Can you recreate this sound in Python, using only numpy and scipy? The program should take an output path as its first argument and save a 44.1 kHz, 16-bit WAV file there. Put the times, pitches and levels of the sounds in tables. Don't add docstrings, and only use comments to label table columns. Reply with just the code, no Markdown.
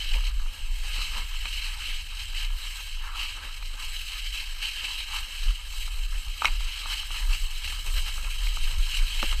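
import sys
import numpy as np
from scipy import signal
from scipy.fft import rfft, irfft, next_fast_len
from scipy.io import wavfile
from scipy.ndimage import uniform_filter1d, map_coordinates

SR = 44100
rng = np.random.default_rng(int(sys.argv[2]) if len(sys.argv) > 2 else 0)


def wrap_up_sound(samples):
    columns = np.atleast_2d(samples).T
    tamed = np.clip(columns, -1, 1)
    steps = np.round(tamed * 32767).astype(np.int16)
    wavfile.write(sys.argv[1], SR, steps)


N = 414540

# time_s, level_db
HULL_BITE = [(0, -35), (.24, -41.5), (.28, -35), (.32, -46.5), (.49, -45.5), (.83, -42), (.94, -35),
             (1.04, -34), (1.1, -34.5), (1.28, -41.5), (1.44, -39.5), (1.47, -35), (1.69, -34), (1.75, -41),
             (1.83, -34), (1.98, -36.5), (2.03, -45.5), (2.22, -35.5), (2.27, -41.5), (2.37, -35),
             (2.45, -36.5), (2.52, -49.5), (2.62, -39.5), (2.82, -42), (2.92, -42), (3.0, -43.5),
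             (3.1, -47.5), (3.21, -32.5), (3.36, -40.5), (3.42, -43.5), (3.68, -43), (3.81, -41),
             (4.12, -37), (4.38, -35.5), (4.57, -41), (4.67, -32.5), (4.72, -39.5), (4.83, -34),
             (5.06, -37), (5.16, -35), (5.35, -40), (5.44, -37.5), (5.56, -42), (5.69, -44), (5.74, -39.5),
             (5.95, -42.5), (6.16, -42.5), (6.21, -44), (6.39, -41), (6.47, -34), (6.57, -46), (6.62, -37),
             (6.81, -35), (6.99, -32.5), (7.06, -39.5), (7.18, -35.5), (7.28, -45.5), (7.33, -32),
             (7.4, -39.5), (7.49, -42), (7.54, -35), (7.59, -40), (7.66, -35), (7.74, -40), (7.8, -38.5),
             (7.85, -44.5), (7.88, -36), (7.93, -42.5), (7.98, -33), (8.03, -39), (8.09, -33), (8.15, -42),
             (8.3, -40), (8.43, -36), (8.6, -38), (8.74, -35.5), (8.79, -41), (8.95, -31.5), (9.03, -36),
             (9.21, -34.5), (9.34, -33), (9.4, -40)]
MIDDLE_BITE_DB = -39


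def slide():
    crush_db, = curves(HULL_BITE)
    bite_db = crush_db - MIDDLE_BITE_DB
    ruts_db = 0.44 * wobble(12) + 1.05 * wobble(20) + 1.0 * wobble(45) + 1.15 * wobble(140)
    scrape_scuff, rub_scuff = scuffs()
    snow = crush(crush_db, ruts_db) + spray(bite_db, ruts_db)
    return snow + scrape(bite_db, ruts_db, scrape_scuff) + rub(bite_db, ruts_db, rub_scuff)


# frequency_hz, level_db (per Hz)
CRUSH_SPECTRUM = [(700, -44), (1400, -17.5), (2200, -6.5), (3000, -2), (4500, -2.5), (6500, -11.5),
                  (12000, -12)]


def crush(crush_db, ruts_db):
    return grit(CRUSH_SPECTRUM, spiky_db=0.5, patchy_db=1.5) * amp(crush_db + 1.03 * ruts_db)


# frequency_hz, level_db (per Hz)
SPRAY_SPECTRUM = [(3000, -4), (5500, -4.5), (7500, -1.5), (11000, -3), (15000, -0.5)]
# time_s, level_db
SPRAY_SPEED = [(0, -54), (.3, -54), (.8, -50), (1.0, -51), (1.5, -51), (2.4, -53), (2.85, -46),
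               (3.05, -65.5), (3.9, -48), (4.7, -54), (5.4, -51), (5.66, -52.5), (5.74, -45), (6.8, -54),
               (7.3, -44), (7.65, -48), (7.9, -43), (8.5, -46), (8.9, -45.5), (9.4, -46.5)]
SPRAY_FOLLOWS = 0.2


def spray(bite_db, ruts_db):
    speed_db, = curves(SPRAY_SPEED)
    level_db = speed_db + SPRAY_FOLLOWS * bite_db
    flicker_db = 0.99 * ruts_db + 0.43 * wobble(9.2)
    return grit(SPRAY_SPECTRUM, spiky_db=1.5, patchy_db=2.5) * amp(level_db + flicker_db)


# frequency_hz, level_db (per Hz)
SCRAPE_SPECTRUM = [(400, -44), (650, -27), (800, -0.5), (1400, -2), (2200, -6), (4000, -10.5)]
SCRAPE_DB, SCRAPE_FOLLOWS = -52, 0.47


def scrape(bite_db, ruts_db, scuff_gain):
    steady_gain = amp(SCRAPE_DB + SCRAPE_FOLLOWS * bite_db + 0.8 * wobble(12))
    flicker = amp(0.28 * ruts_db + 1.1 * wobble(30))
    return grit(SCRAPE_SPECTRUM, spiky_db=2.5, patchy_db=3.1) * (scuff_gain + steady_gain) * flicker


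# frequency_hz, level_db (per Hz)
RUB_SPECTRUM = [(120, -20), (200, 1), (350, 0), (600, -5), (750, -3), (1200, -56)]
RUB_DB, RUB_FOLLOWS = -68.5, 0.3


def rub(bite_db, ruts_db, scuff_gain):
    steady_gain = amp(RUB_DB + RUB_FOLLOWS * bite_db + 2.3 * wobble(20))
    return grit(RUB_SPECTRUM, spiky_db=2.5, patchy_db=0.5) * (scuff_gain + steady_gain) * amp(0.57 * ruts_db)


# peak_s, length_s, scrape_db, rub_db
POLE_SCUFFS = [(0.163, 0.054, -43, -52.5), (0.545, 0.13, -59, -68), (0.862, 0.054, -55, -69),
               (0.985, 0.11, -46, -68), (1.186, 0.099, -40.5, -60), (1.463, 0.045, -51, -68),
               (1.777, 0.1, -54, -74), (2.805, 0.037, -53, -77), (3.067, 0.089, -47, -70),
               (3.22, 0.15, -46.5, -71), (3.377, 0.037, -46, -63), (3.447, 0.076, -46, -64),
               (3.8, 0.094, -50, -78), (5.154, 0.11, -43.5, -89), (6.147, 0.05, -53, -64),
               (6.467, 0.092, -42, -56), (6.903, 0.096, -51, -82), (7.17, 0.13, -49.5, -72),
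               (7.323, 0.11, -49.5, -71), (7.69, 0.052, -59, -70), (7.887, .06, -50, -59),
               (7.98, 0.042, -44, -56.5), (8.09, 0.048, -47, -65), (8.185, .05, -51, -64),
               (8.266, 0.064, -49, -62.5), (8.42, 0.036, -50, -67), (8.73, 0.13, -49.5, -66),
               (9.241, 0.023, -44, -42), (9.317, 0.05, -50, -60)]


def scuffs():
    peak_s, length_s, *levels_db = np.transpose(POLE_SCUFFS)
    t = np.arange(0, N + 64, 64) / SR
    bells = np.exp(-(2 * (t[:, None] - peak_s) / length_s) ** 2)
    return [np.interp(np.arange(N) / SR, t, bells @ amp(db)) for db in levels_db]


def grit(spectrum, spiky_db, patchy_db):
    size_db = spiky_db * np.clip(wobble(900), -2, 2)
    grains = rng.standard_normal(N) * amp(size_db)
    z = signal.stft(grains, nperseg=512)[2]
    field = uniform_filter1d(rng.standard_normal(z.shape), 6, axis=0)
    field = uniform_filter1d(field, 8, axis=1)
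    patched = signal.istft(z * amp(patchy_db * unit(field)), nperseg=512)[1][:N]
    return unit(filtered(patched, lambda hz: colour(spectrum)(hz) * case(hz)))


# frequency_hz, width_hz, level_db
CASE_MODES = [(218, 89, -12.5), (337, 95, -13.5), (548, 103, -7.5), (845, 103, -6.5), (984, 122, -4),
              (1269, 216, -0.5), (1643, 298, 0), (2220, 156, -2), (2627, 353, -2), (3097, 300, 0.5),
              (4033, 383, -5.5), (4870, 310, -10), (5330, 520, -10.5), (6430, 550, -10.5), (7673, 295, -7),
              (8610, 510, -11), (9720, 780, -15.5), (11300, 1350, -19.5), (12900, 1100, -16)]
# frequency_hz, width_hz, depth (0-1)
CASE_GAPS = [(1450, 264, 0.72), (1820, 230, 0.37), (3490, 590, 0.78), (5770, 310, 0.6), (6880, 280, 0.16),
             (10300, 290, 0.22)]


def case(hz):
    def peak(centre, width):
        return 1j * hz * width / (centre * centre - hz * hz + 1j * hz * width)

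    modes = sum((-1) ** k * amp(db) * peak(c, w) for k, (c, w, db) in enumerate(CASE_MODES))
    return modes * np.prod([1 - depth * peak(c, w) for c, w, depth in CASE_GAPS], axis=0)


# start_s, body_db, crack_db, thud_db, snap_db
POLE_KNOCKS = [(0.14, -44, -25, -53, -46), (0.984, -44, -33, -46, -32), (1.455, -29.5, -25, -56, -31),
               (2.503, -41, -43, -63, -45), (2.651, -42, -48, -60, -43), (3.625, -37, -34, -69, -48),
               (6.42, -16, -26, -53, -30), (6.446, -12.5, -19, -56, -22), (6.454, -24, -9.5, -55, -15.5),
               (6.459, -37, -27, -58, -36), (6.476, -36, -23, -58, -34), (6.482, -31, -27, -58, -30),
               (6.606, -36, -42, -59, -36), (6.858, -26.5, -37, -62, -42), (7.106, -31.5, -37, -60, -41),
               (7.724, -34, -39, -63, -38), (7.939, -40, -47, -57, -35), (8.179, -36, -45, -58, -45),
               (8.245, -39, -29.5, -66, -44), (8.469, -38, -26.5, -53, -41), (8.571, -28, -46, -52, -42),
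               (8.988, -50, -25, -66, -33), (9.08, -51, -31, -57, -29), (9.228, -19.5, -20, -28, -26),
               (9.327, -29.5, -29, -55, -31)]
# frequency_hz, level_db, t60_s
BLOW_MODES = [
    [(930, -13.5, 0.015), (953, -2, 0.025), (1205, 3.5, 0.015), (1293, 2.5, 0.013)],
    [(2248, -9.5, 0.034), (2490, 0, 0.015), (2860, 0, 0.0092)],
    [(234, -5, 0.057), (320, -4.5, 0.055), (530, -4.5, 0.062)],
    [(3924, 4, 0.014), (5610, -4, .01)],
]
CLICK_DB, CLICK_T60_S = -3, 0.005


def knocks():
    out, t = np.zeros(N + SR), np.arange(4096) / SR
    contact = (1 - np.exp(-t / 0.0006)) ** 2
    for start_s, *levels_db in POLE_KNOCKS + ticks(count=20):
        place = out[round(start_s * SR):][:len(t)]
        for db, modes in zip(levels_db, BLOW_MODES):
            hz, mode_db, t60 = np.transpose(modes)[:, :, None]
            vary_level, vary_pitch = rng.standard_normal((2, len(modes), 1))
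            strength = amp(mode_db + 1.5 * vary_level - 60 * t / t60)
            tones = np.sin(2 * np.pi * hz * (1 + 0.013 * vary_pitch) * t)
            ring = contact * np.sum(strength * tones, axis=0)
            place += amp(db) * ring / np.abs(ring).max()
        noise = np.diff(uniform_filter1d(rng.standard_normal(len(t) + 1), size=3))
        click = noise * contact * amp(-60 * t / CLICK_T60_S)
        place += amp(levels_db[-1] + CLICK_DB) * click / np.abs(click).max()
    return out[:N]


TICK_DB, TICK_SCATTER_DB = [-45, -47, -58.5, -46], 4


def ticks(count):
    start_s = rng.uniform(0, N / SR, (count, 1))
    scatter = rng.standard_normal((count, len(BLOW_MODES)))
    return np.hstack([start_s, TICK_DB + TICK_SCATTER_DB * scatter]).tolist()


def wind():
    return throb() + rumble()


# frequency_hz, level_db
THROB_SPECTRUM = [(8, -40), (18, -3.5), (24, 3), (32, 1.5), (42, -7), (55, -17.5), (80, -61)]
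# time_s, level_db
WIND_GUSTS = [(0.0, -37), (0.13, -22), (0.36, -21.5), (0.5, -33), (0.55, -54.5), (0.63, -26.5),
              (1.86, -34.5), (1.96, -25.5), (2.04, -36.5), (2.54, -26.5), (2.59, -34.5), (3.35, -34.5),
              (3.53, -39), (3.69, -32.5), (3.82, -38), (3.87, -29), (4.03, -38), (4.42, -30.5),
              (4.79, -40.5), (5.23, -30.5), (5.29, -46), (5.39, -33.5), (5.5, -19.5), (5.55, -32.5),
              (6.18, -26.5), (6.23, -39), (6.28, -25.5), (6.41, -42), (6.52, -21), (6.75, -37), (7.2, -29),
              (7.3, -17.5), (7.38, -36), (7.43, -19.5), (7.49, -33.5), (7.93, -29), (7.96, -22),
              (8.25, -30.5), (8.54, -21.5), (8.59, -31), (8.64, -18.5), (8.72, -33), (8.79, -19.5),
              (8.93, -35), (9.03, -17.5), (9.08, -34), (9.29, -20.5), (9.4, -18.5)]
EDDY_DB = 1.5


def throb():
    level_db, = curves(WIND_GUSTS)
    noise = filtered(rng.standard_normal(N), colour(THROB_SPECTRUM))
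    swing = np.abs(signal.hilbert(noise, next_fast_len(N))[:N])
    even = unit(noise / (swing + 0.28 * np.mean(swing)) ** 0.52)
    eddies = unit(even * amp(EDDY_DB * wobble(12)))
    smooth = unit(filtered(eddies, lambda hz: 1 / (1 + (hz / 110) ** 4)))
    return amp(level_db) * smooth


# frequency_hz, level_db
RUMBLE_SPECTRUM = [(35, -14), (55, 0), (70, 1), (90, -13), (120, -23), (160, -29.5), (220, -37), (400, -73)]
# time_s, level_db
RUMBLE_LEVEL = [(0.0, -49.5), (0.94, -46), (1.36, -46.5), (4.55, -53.5), (6.02, -50), (6.18, -50),
                (6.44, -45), (6.6, -45.5), (6.81, -52), (7.43, -46), (7.49, -53), (7.7, -42), (7.83, -48),
                (7.88, -39), (8.11, -44), (8.74, -41.5), (9.14, -45), (9.4, -50)]


def rumble():
    level_db, = curves(RUMBLE_LEVEL)
    return amp(level_db) * unit(filtered(rng.standard_normal(N), colour(RUMBLE_SPECTRUM)))


def amp(db):
    return 10 ** (np.asarray(db) / 20)


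def unit(x):
    return x / np.sqrt(np.mean(x ** 2) + 1e-20)


def colour(points):
    f, db = np.transpose(points)
    return lambda hz: amp(np.interp(np.log(hz + 1), np.log(f + 1), db, left=-120, right=db[-1]))


def curves(rows):
    s, *cols = np.transpose(rows)
    return [np.interp(np.arange(N) / SR, s, c) for c in cols]


def wobble(rate):
    knots = rng.standard_normal(int(N * rate / SR) + 4)
    return map_coordinates(knots, [np.arange(N) * rate / SR])


def filtered(x, response):
    m = next_fast_len(N + SR // 2)
    return irfft(rfft(x, m) * response(np.fft.rfftfreq(m, 1 / SR)), m)[:N]


def scene():
    return (slide() + knocks() + wind())[None]


def record(dry):
    return filtered(dry[0], lambda hz: hz < 15290)[None]


dry = scene()
out = record(dry)
wrap_up_sound(out)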